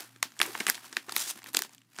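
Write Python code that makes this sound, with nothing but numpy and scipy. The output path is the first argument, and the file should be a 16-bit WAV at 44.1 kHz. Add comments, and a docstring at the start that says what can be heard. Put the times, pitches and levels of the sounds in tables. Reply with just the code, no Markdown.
"""In a small room, a plastic snack bag is turned over by hand, close by.
Creases in the stiff film snap through one by one: short jolts and noise that make parts of the bag ring.
Between them the film rustles and fingers slide over it, both made of tiny clicks and rubbing noise.
The snacks knock inside as fading low tones. The handling has a short echo.
A faint appliance hum, made of two close tones, beats in the background."""
import sys
import numpy as np
from scipy import signal
from scipy.fft import rfft, irfft
from scipy.io import wavfile

SR = 44100
rng = np.random.default_rng(int(sys.argv[2]) if len(sys.argv) > 2 else 0)


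def dump(signal):
    """Clip the signal to [-1, 1] and save it as 16-bit WAV at the path in sys.argv[1]."""
    limited = np.clip(np.atleast_2d(signal).T, -1, 1)
    pcm = np.round(limited * 32767).astype(np.int16)
    wavfile.write(sys.argv[1], SR, pcm)


N = 88200  # samples: two seconds
TIME = np.arange(N) / SR


def from_db(db):
    """Turn decibels into a gain."""
    return 10 ** (np.asarray(db) / 20)


def rms_one(x):
    """Scale a sound to an rms (average strength) of 1."""
    return x / np.sqrt(np.mean(x ** 2) + 1e-20)


def level(rows):
    """Draw a gain over time through points of time and decibels."""
    s, db = np.transpose(rows)
    return from_db(np.interp(TIME, s, db))


def band(x, hz, kind="band", order=2):
    """Keep part of the pitch range with a Butterworth filter, which only looks back in time."""
    safe_hz = np.clip(hz, 10, .45 * SR)
    return signal.sosfilt(signal.butter(order, safe_hz, kind, fs=SR, output="sos"), x)


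def colour(x, points):
    """Multiply the spectrum by a curve through points of pitch and decibels."""
    hz, db = np.transpose(points)
    bins = np.maximum(np.fft.rfftfreq(len(x), 1 / SR), 1)
    gain = from_db(np.interp(np.log(bins), np.log(hz), db))
    return irfft(rfft(x) * gain, len(x))


def resonate(x, hz, width_hz):
    """Ring at one pitch; a wider resonance dies away sooner."""
    r = np.exp(-np.pi * width_hz / SR)
    return signal.lfilter([1, 0, -1], [1, -2 * r * np.cos(2 * np.pi * hz / SR), r * r], x)


def add(out, s, sound):
    """Mix a sound in at time s, in seconds."""
    i = int(np.clip(s * SR, 0, N - 1))
    out[i:i + len(sound)] += sound[:N - i]


# Strength of the appliance hum over time: t/s, level/dB (rms)
HUM_LEVEL = [(0, -67.5), (.2, -68), (.5, -68), (.85, -75.5), (1.15, -72), (1.5, -72.5), (1.85, -75.5),
             (2, -73)]
# Tone balance of the room's quiet air: f/Hz, level/dB (relative)
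AIR_COLOUR = [(30, -5.5), (85, -20.5), (140, 15), (280, 13), (450, -8.5), (1000, -17), (3000, -20.5),
              (15000, -42)]
AIR_DB = -73  # rms
HUM_HZ, BEAT_HZ = 118.5, 3.04  # middle of the two tones, and the distance between them
BEAT_DEPTH = .75  # strength of the higher tone against the lower
DRONE_HZ, DRONE_WIDTH_HZ, DRONE_DB = 270, 4.3, -72


def background():
    """Two close hum tones beat as they drift in and out of step, over a faint drone and quiet air."""
    low = np.sin(2 * np.pi * (HUM_HZ - BEAT_HZ / 2) * TIME)
    high = np.sin(2 * np.pi * (HUM_HZ + BEAT_HZ / 2) * TIME)
    hum = level(HUM_LEVEL) * rms_one(low - BEAT_DEPTH * high)
    drone = from_db(DRONE_DB) * rms_one(resonate(rng.standard_normal(N), DRONE_HZ, DRONE_WIDTH_HZ))
    air = from_db(AIR_DB) * rms_one(colour(rng.standard_normal(N), AIR_COLOUR))
    return hum + drone + air


GRAIN_HZ, GRAIN_WIDTH = (910, 12330), 0.72  # pitch range of the tiny creases; width as a share of pitch
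GRIP_WAVER_HZ = 86  # fastest rate at which the uneven grip wavers


def friction(per_s, spread_db, share, waver_db, count=14):
    """Tiny creases of uneven size ring at several pitches on rubbing noise; both waver with the grip."""
    sizes = from_db(spread_db * np.minimum(rng.exponential(1, N), 4)) * rng.choice([-1, 1], N)
    clicks = sizes * (rng.random(N) < per_s / SR)
    dealt = rng.integers(0, count, N)  # which pitch each click rings at
    grains = np.zeros(N)
    for k, hz in enumerate(np.geomspace(*GRAIN_HZ, count)):
        own_clicks = clicks * (dealt == k) + 1e-18
        grains += hz * resonate(own_clicks, hz, GRAIN_WIDTH * hz)
    share = np.clip(share, 0, 1)  # the creases' part of the power
    waver = rms_one(band(rng.standard_normal(N), (GRIP_WAVER_HZ / 2, GRIP_WAVER_HZ)))
    rubbing = rng.standard_normal(N)
    return from_db(waver_db * waver) * (np.sqrt(share) * rms_one(grains) + np.sqrt(1 - share) * rubbing)


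# Strength of the handled film's rustle over time: t/s, level/dB (rms)
RUSTLE_LEVEL = [(0, -42.5), (.04, -49.5), (.09, -60.5), (.21, -66.5), (.36, -61.5), (.395, -52.5),
                (.44, -39), (.51, -45.5), (.58, -44), (.64, -44), (.70, -56), (.76, -46.5), (.81, -55),
                (.86, -48.5), (.90, -57.5), (.95, -54), (1.06, -60), (1.10, -50), (1.17, -45),
                (1.31, -49.5), (1.35, -55), (1.39, -49.5), (1.41, -65), (1.455, -57.5), (1.485, -44),
                (1.52, -67), (1.55, -44), (1.605, -47), (1.62, -67.5), (1.65, -44.5), (1.685, -67.5),
                (1.735, -57), (1.76, -69.5), (1.88, -74.5), (1.94, -62.5), (1.98, -53.5), (2.0, -54)]
# Tone balance of the rustle: f/Hz, level/dB (relative)
RUSTLE_TONE = [(100, -36), (200, 4), (350, 2), (560, 0), (800, 6.5), (1600, 6), (3000, 2.5), (6000, -0.5),
               (10000, -2), (15000, -4.5)]
CRINKLES_PER_S, CRINKLE_SPREAD_DB, CRINKLE_SHARE, RUSTLE_WAVER_DB = 2100, 3.5, 0.26, 2.5


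def rustle():
    """Countless small creases give way as the hands move."""
    film = friction(CRINKLES_PER_S, CRINKLE_SPREAD_DB, CRINKLE_SHARE, RUSTLE_WAVER_DB)
    return level(RUSTLE_LEVEL) * rms_one(colour(film, RUSTLE_TONE))


# Tone balance of the room's echo: f/Hz, level/dB (against the sound sent into the room)
ECHO_COLOUR = [(100, -37), (300, -2), (1000, -13.5), (3000, -11.5), (7000, -11), (15000, -16.5)]
ROOM_T60_S, ROOM_DELAY_S, ROOM_BUILD_S = 0.15, 0.00048, 0.0019  # T60: time to fade by 60 dB


def room(x, size=22050):
    """The room smears the sound into a short echo that builds up just after it, then fades."""
    t = np.maximum(np.arange(size) / SR - ROOM_DELAY_S, 0)
    shape = (1 - np.exp(-t / ROOM_BUILD_S)) * np.exp(-np.log(1000) * t / ROOM_T60_S)
    echo = colour(rng.standard_normal(size), ECHO_COLOUR) * shape / np.linalg.norm(shape)
    return signal.fftconvolve(x, echo)[:N]


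SNAP_SPAN_S = .005  # the levels of snaps and facets are rms over this time
REBOUND = 0.37  # second jolt, after the settling time, as a share of the first
FLUTTER_SHARE = 2.4  # strength of the film's flutter against the first jolt, per ms of settling
PANEL_FLUTTER = 0.26  # the larger, slower parts of the film follow only this share of the flutter
CREAK_SHARE, CREAK_RISE_S, CREAK_LEAD_S = .3, .0006, .005  # noise that swells just before the jolt
THUMP_HZ, FACE_HZ, CRACK_HZ = (220, 456), (719, 1130), (3030, 9030)
PANEL_WIDTH, PANEL_HZ = 0.27, (1030, 3230)  # width as a share of pitch; range that the panels radiate
SIZZLE_HZ = (6920, 11470)  # for a crease that settles slowly
QUICK_MS, QUICK_RISE = 1, 0.81  # faster settling than this sizzles higher, by this power of its speed
# Creases that snap: t/s, settling time/ms, panel f/Hz, then five levels, each level/dB (rms):
# whole face, panel, crack, sizzle, thump of the air inside
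CREASE_SNAPS = [(0.0055, 0.58, 2860, -73, -67, -41, -43, -51),
                (0.1611, 2.4, 1580, -76, -55, -55.5, -61.5, -59.5),
                (0.2282, 1.02, 2010, -30.5, -24, -21, -28, -55.5),
                (0.3202, 0.86, 1770, -70, -56, -54, -62, -74),
                (0.3665, 1.1, 1530, -63.5, -56, -65, -60, -77),
                (0.3921, 0.89, 3210, -72, -62, -34.5, -61, -67),
                (0.4016, 1.9, 1770, -36.5, -25.5, -38, -34.5, -40.5),
                (0.4152, 1.68, 1800, -30.5, -19.5, -24, -24.5, -47.5),
                (0.4291, 2.46, 2200, -52, -32.5, -30.5, -33, -60),
                (0.4536, 2.6, 2040, -44, -38, -55, -53, -72), (0.4635, 0.99, 2165, -64, -58, -56, -39, -68),
                (0.5515, 1.23, 2020, -34.5, -32.5, -46, -54, -49),
                (0.602, 2.3, 2130, -48, -35.5, -34, -45.5, -74),
                (0.6053, 1.37, 1980, -60, -28, -34, -44, -42),
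                (0.6098, 1.72, 1790, -42.5, -38, -43, -44, -42),
                (0.6673, 1.74, 2200, -41.5, -25, -25, -29, -43),
                (0.6763, 3.8, 1740, -42, -45, -35, -39.5, -65),
                (0.6816, 1.5, 1870, -47, -32, -38, -32.5, -65),
                (0.686, 3, 1840, -37, -28.5, -45, -31.5, -39), (0.693, 11, 1750, -36, -32.5, -28, -40, -61),
                (0.699, 0.6, 1695, -39.5, -23, -22.5, -19.5, -58),
                (0.745, 4.6, 2080, -62, -43.5, -37.5, -47, -72),
                (0.7525, 1.6, 2200, -55, -49, -39, -52, -72),
                (0.778, 1.28, 1720, -51, -44.5, -57, -64.5, -80),
                (0.844, 0.69, 1510, -54, -49, -59, -57, -85), (0.857, 4.1, 2230, -65, -62, -49, -58, -84),
                (0.9274, 3.5, 1580, -51.5, -44, -40.5, -59, -54),
                (0.9686, 1.2, 1725, -44, -24.5, -30.5, -38, -47.5),
                (1.084, 4.5, 1660, -46.5, -46.5, -56, -75, -72),
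                (1.094, 1.5, 1290, -43.5, -35.5, -39, -56, -65),
                (1.122, 2.24, 1960, -44, -44.5, -33.5, -35.5, -53),
                (1.1645, 0.83, 1900, -35.5, -28, -24, -21.5, -44),
                (1.309, 2, 1980, -48, -57, -36, -33, -56), (1.375, 2.2, 1550, -66, -54, -63, -49, -69),
                (1.419, 1.44, 1740, -59, -52, -55, -67, -81.5),
                (1.431, 0.99, 2290, -60, -53, -51.5, -64.5, -75),
                (1.4418, 0.82, 2470, -52.5, -50, -44, -45.5, -59),
                (1.461, 1.2, 1890, -55.5, -43.5, -52.5, -57.5, -60),
                (1.5328, 0.75, 2280, -59.5, -64, -48, -45.5, -75),
                (1.539, 1.9, 1930, -57.5, -55.5, -47, -41, -61.5),
                (1.5458, 1.08, 2100, -49.5, -34.5, -36, -38, -40.5),
                (1.5478, 1.35, 1415, -38, -31, -24.5, -32.5, -52.5),
                (1.566, 2.0, 2400, -59.5, -44.5, -46.5, -33, -62),
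                (1.5695, 0.69, 2650, -42, -25.5, -21, -25, -38.5),
                (1.5912, 0.64, 2170, -40, -34.5, -28.5, -30.5, -65.5),
                (1.6208, 0.65, 1650, -43.5, -34.5, -30, -32.5, -62.5),
                (1.636, 0.85, 1550, -67.5, -57, -40.5, -59, -80.5),
                (1.6483, 1.18, 1920, -53, -50.5, -48.5, -58.5, -52),
                (1.6941, 0.43, 2510, -59.5, -61, -55.5, -69, -76.5),
                (1.7342, 2, 1840, -71.5, -73, -54, -63, -77),
                (1.7482, 0.6, 2590, -70, -60.5, -53, -55.5, -90),
                (1.781, 1.3, 2870, -77, -58.5, -55, -68, -85),
                (1.817, 1.5, 2920, -88, -59.5, -63, -72, -92),
                (1.9636, 0.91, 2740, -60, -53.5, -52.5, -71.5, -89),
                (1.9869, 1.24, 1420, -42.5, -37.5, -39.5, -74, -49),
                (1.9945, 1.86, 1640, -51, -40.5, -42, -66, -62)]


def snaps(size=1024):
    """A crease creaks, jolts, rebounds and flutters, which shakes the air inside, the face and a panel.

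    Returns the sound towards the listener and the smoother one that the bag sends all round the room."""
    direct, all_round = np.zeros(N), np.zeros(N)
    lead = int(CREAK_LEAD_S * SR)
    t = (np.arange(size) - lead) / SR
    click = 1. * (t == 0)
    for row, noise in zip(CREASE_SNAPS, rng.standard_normal((len(CREASE_SNAPS), size))):
        s, settle_ms, hz, face_db, panel_db, crack_db, sizzle_db, thump_db = row
        settle = settle_ms / 1000
        jolts = click + REBOUND * np.sinc((t - settle) * SR)
        creak_shape = CREAK_SHARE * np.exp(-abs(t) / CREAK_RISE_S)
        flutter = noise * np.where(t < 0, creak_shape, np.exp(-abs(t) / settle))
        flutter = FLUTTER_SHARE * settle_ms * flutter / np.linalg.norm(flutter)
        sharp = jolts + flutter
        push = jolts + PANEL_FLUTTER * flutter
        panel = resonate(push, hz, PANEL_WIDTH * hz)
        sizzle_hz = np.multiply(SIZZLE_HZ, max(QUICK_MS / settle_ms, 1) ** QUICK_RISE)
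        parts = [(band(click, THUMP_HZ), THUMP_HZ, thump_db),
                 (band(push, FACE_HZ, order=3), FACE_HZ, face_db),
                 (band(panel, PANEL_HZ), PANEL_HZ, panel_db),
                 (band(sharp, CRACK_HZ, order=3), CRACK_HZ, crack_db),
                 (band(sharp, sizzle_hz), sizzle_hz, sizzle_db)]
        snap = sum(from_db(db) * part / np.linalg.norm(part) for part, _, db in parts)
        snap = np.sqrt(SNAP_SPAN_S * SR) * snap
        # One point at the middle of each band, its power spread over the band's width
        points = [(np.sqrt(low * high), db - 10 * np.log10(high - low)) for _, (low, high), db in parts]
        smooth = colour(click, points)
        smooth = smooth * np.linalg.norm(snap) / np.linalg.norm(smooth)  # same energy as the snap
        add(direct, s - lead / SR, snap)
        add(all_round, s - lead / SR, smooth)
    return direct, all_round


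FACET_WIDTH, FACET_LOW_HZ = .11, 700  # width as a share of pitch; facets are too small to radiate bass
# Stiff facets of the film that the hardest snaps leave ringing: t/s, f/Hz, level/dB (rms)
RINGING_FACETS = [(0.2278, 930, -35), (0.2281, 5100, -30), (0.4157, 3350, -31), (0.4157, 3980, -26.5),
                  (0.6682, 2640, -42), (0.6993, 14700, -33), (0.9676, 2570, -32.5), (0.9687, 3620, -34),
                  (1.1659, 1310, -42), (1.1646, 2520, -40.5), (1.1647, 4240, -47), (1.5709, 3450, -26.5),
                  (1.5695, 4750, -26.5)]


def facets(size=1024):
    """Small stiff patches of film ring briefly and give each hard snap a colour of its own."""
    out = np.zeros(N)
    click = 1. * (np.arange(size) == 0)
    for s, hz, db in RINGING_FACETS:
        ring = band(resonate(click, hz, FACET_WIDTH * hz), FACET_LOW_HZ, "high")
        add(out, s, from_db(db) * np.sqrt(SNAP_SPAN_S * SR) * ring / np.linalg.norm(ring))
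    return out


KNOCK_T60_S = 0.041  # time to fade by 60 dB
# Soft knocks of the snacks inside: t/s, level/dB (at the start, before the bass is cut), f/Hz
SNACK_KNOCKS = [(0.254, -43, 270), (0.426, -38, 366), (0.453, -39, 318), (0.478, -36.5, 436),
                (0.491, -35.5, 383), (.604, -31.5, 270), (0.613, -39.5, 220), (0.677, -40, 271),
                (0.687, -32.5, 245), (0.908, -51.5, 300), (0.973, -41, 304), (1.083, -40, 404),
                (1.126, -46, 335), (1.171, -54, 396), (1.268, -47, 337), (1.363, -46, 252),
                (1.501, -48, 267), (1.546, -51, 319), (1.605, -39, 405), (1.649, -50.5, 295),
                (1.988, -40, 244)]


def knocks(size=4096):
    """The contents bump against the air-filled bag: dull tones that die away quickly."""
    out = np.zeros(N)
    t = np.arange(size) / SR
    for s, db, hz in SNACK_KNOCKS:
        add(out, s, from_db(db - 60 * t / KNOCK_T60_S) * np.sin(2 * np.pi * hz * t))
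    return band(out, 180, "high")


# Strength of the fingers' slide over time: t/s, level/dB (before scaling by the unit-rms friction)
SLIDE_LEVEL = [(1.10, -61), (1.154, -49), (1.166, -33), (1.185, -34), (1.218, -31.5), (1.236, -39),
               (1.254, -39), (1.264, -43), (1.274, -38), (1.288, -35.5), (1.308, -33.5), (1.32, -50),
               (1.34, -79.5)]
# Tone balance of the slide: f/Hz, level/dB (relative)
SLIDE_TONE = [(200, -31), (600, -7), (1500, -2), (3000, -2), (6000, 2), (9500, 0.5), (12000, -3.5),
              (15000, -1.5)]
SLIPS_PER_S, SLIP_SPREAD_DB, SLIP_SHARE, SLIP_WAVER_DB = 3300, 2.5, .62, 1.3


def slide():
    """Skin sticks and slips on the film in one bright stroke."""
    touching = (TIME > SLIDE_LEVEL[0][0]) & (TIME < SLIDE_LEVEL[-1][0])
    skin = friction(SLIPS_PER_S, SLIP_SPREAD_DB, SLIP_SHARE, SLIP_WAVER_DB)
    return touching * level(SLIDE_LEVEL) * rms_one(colour(skin, SLIDE_TONE))


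def scene():
    """Mix the bag, its echo and the background."""
    quiet = background()
    handling = rustle() + knocks() + slide()
    direct, all_round = snaps()
    echo = room(all_round + handling)
    return (direct + facets() + handling + echo + quiet)[None]


def record(dry):
    """Cut the top of the treble steeply, above about 15600 Hz."""
    lowpass = signal.firwin(161, 15600, fs=SR, window="blackman")
    return signal.fftconvolve(dry, lowpass[None], "same")


dry = scene()
out = record(dry)
dump(out)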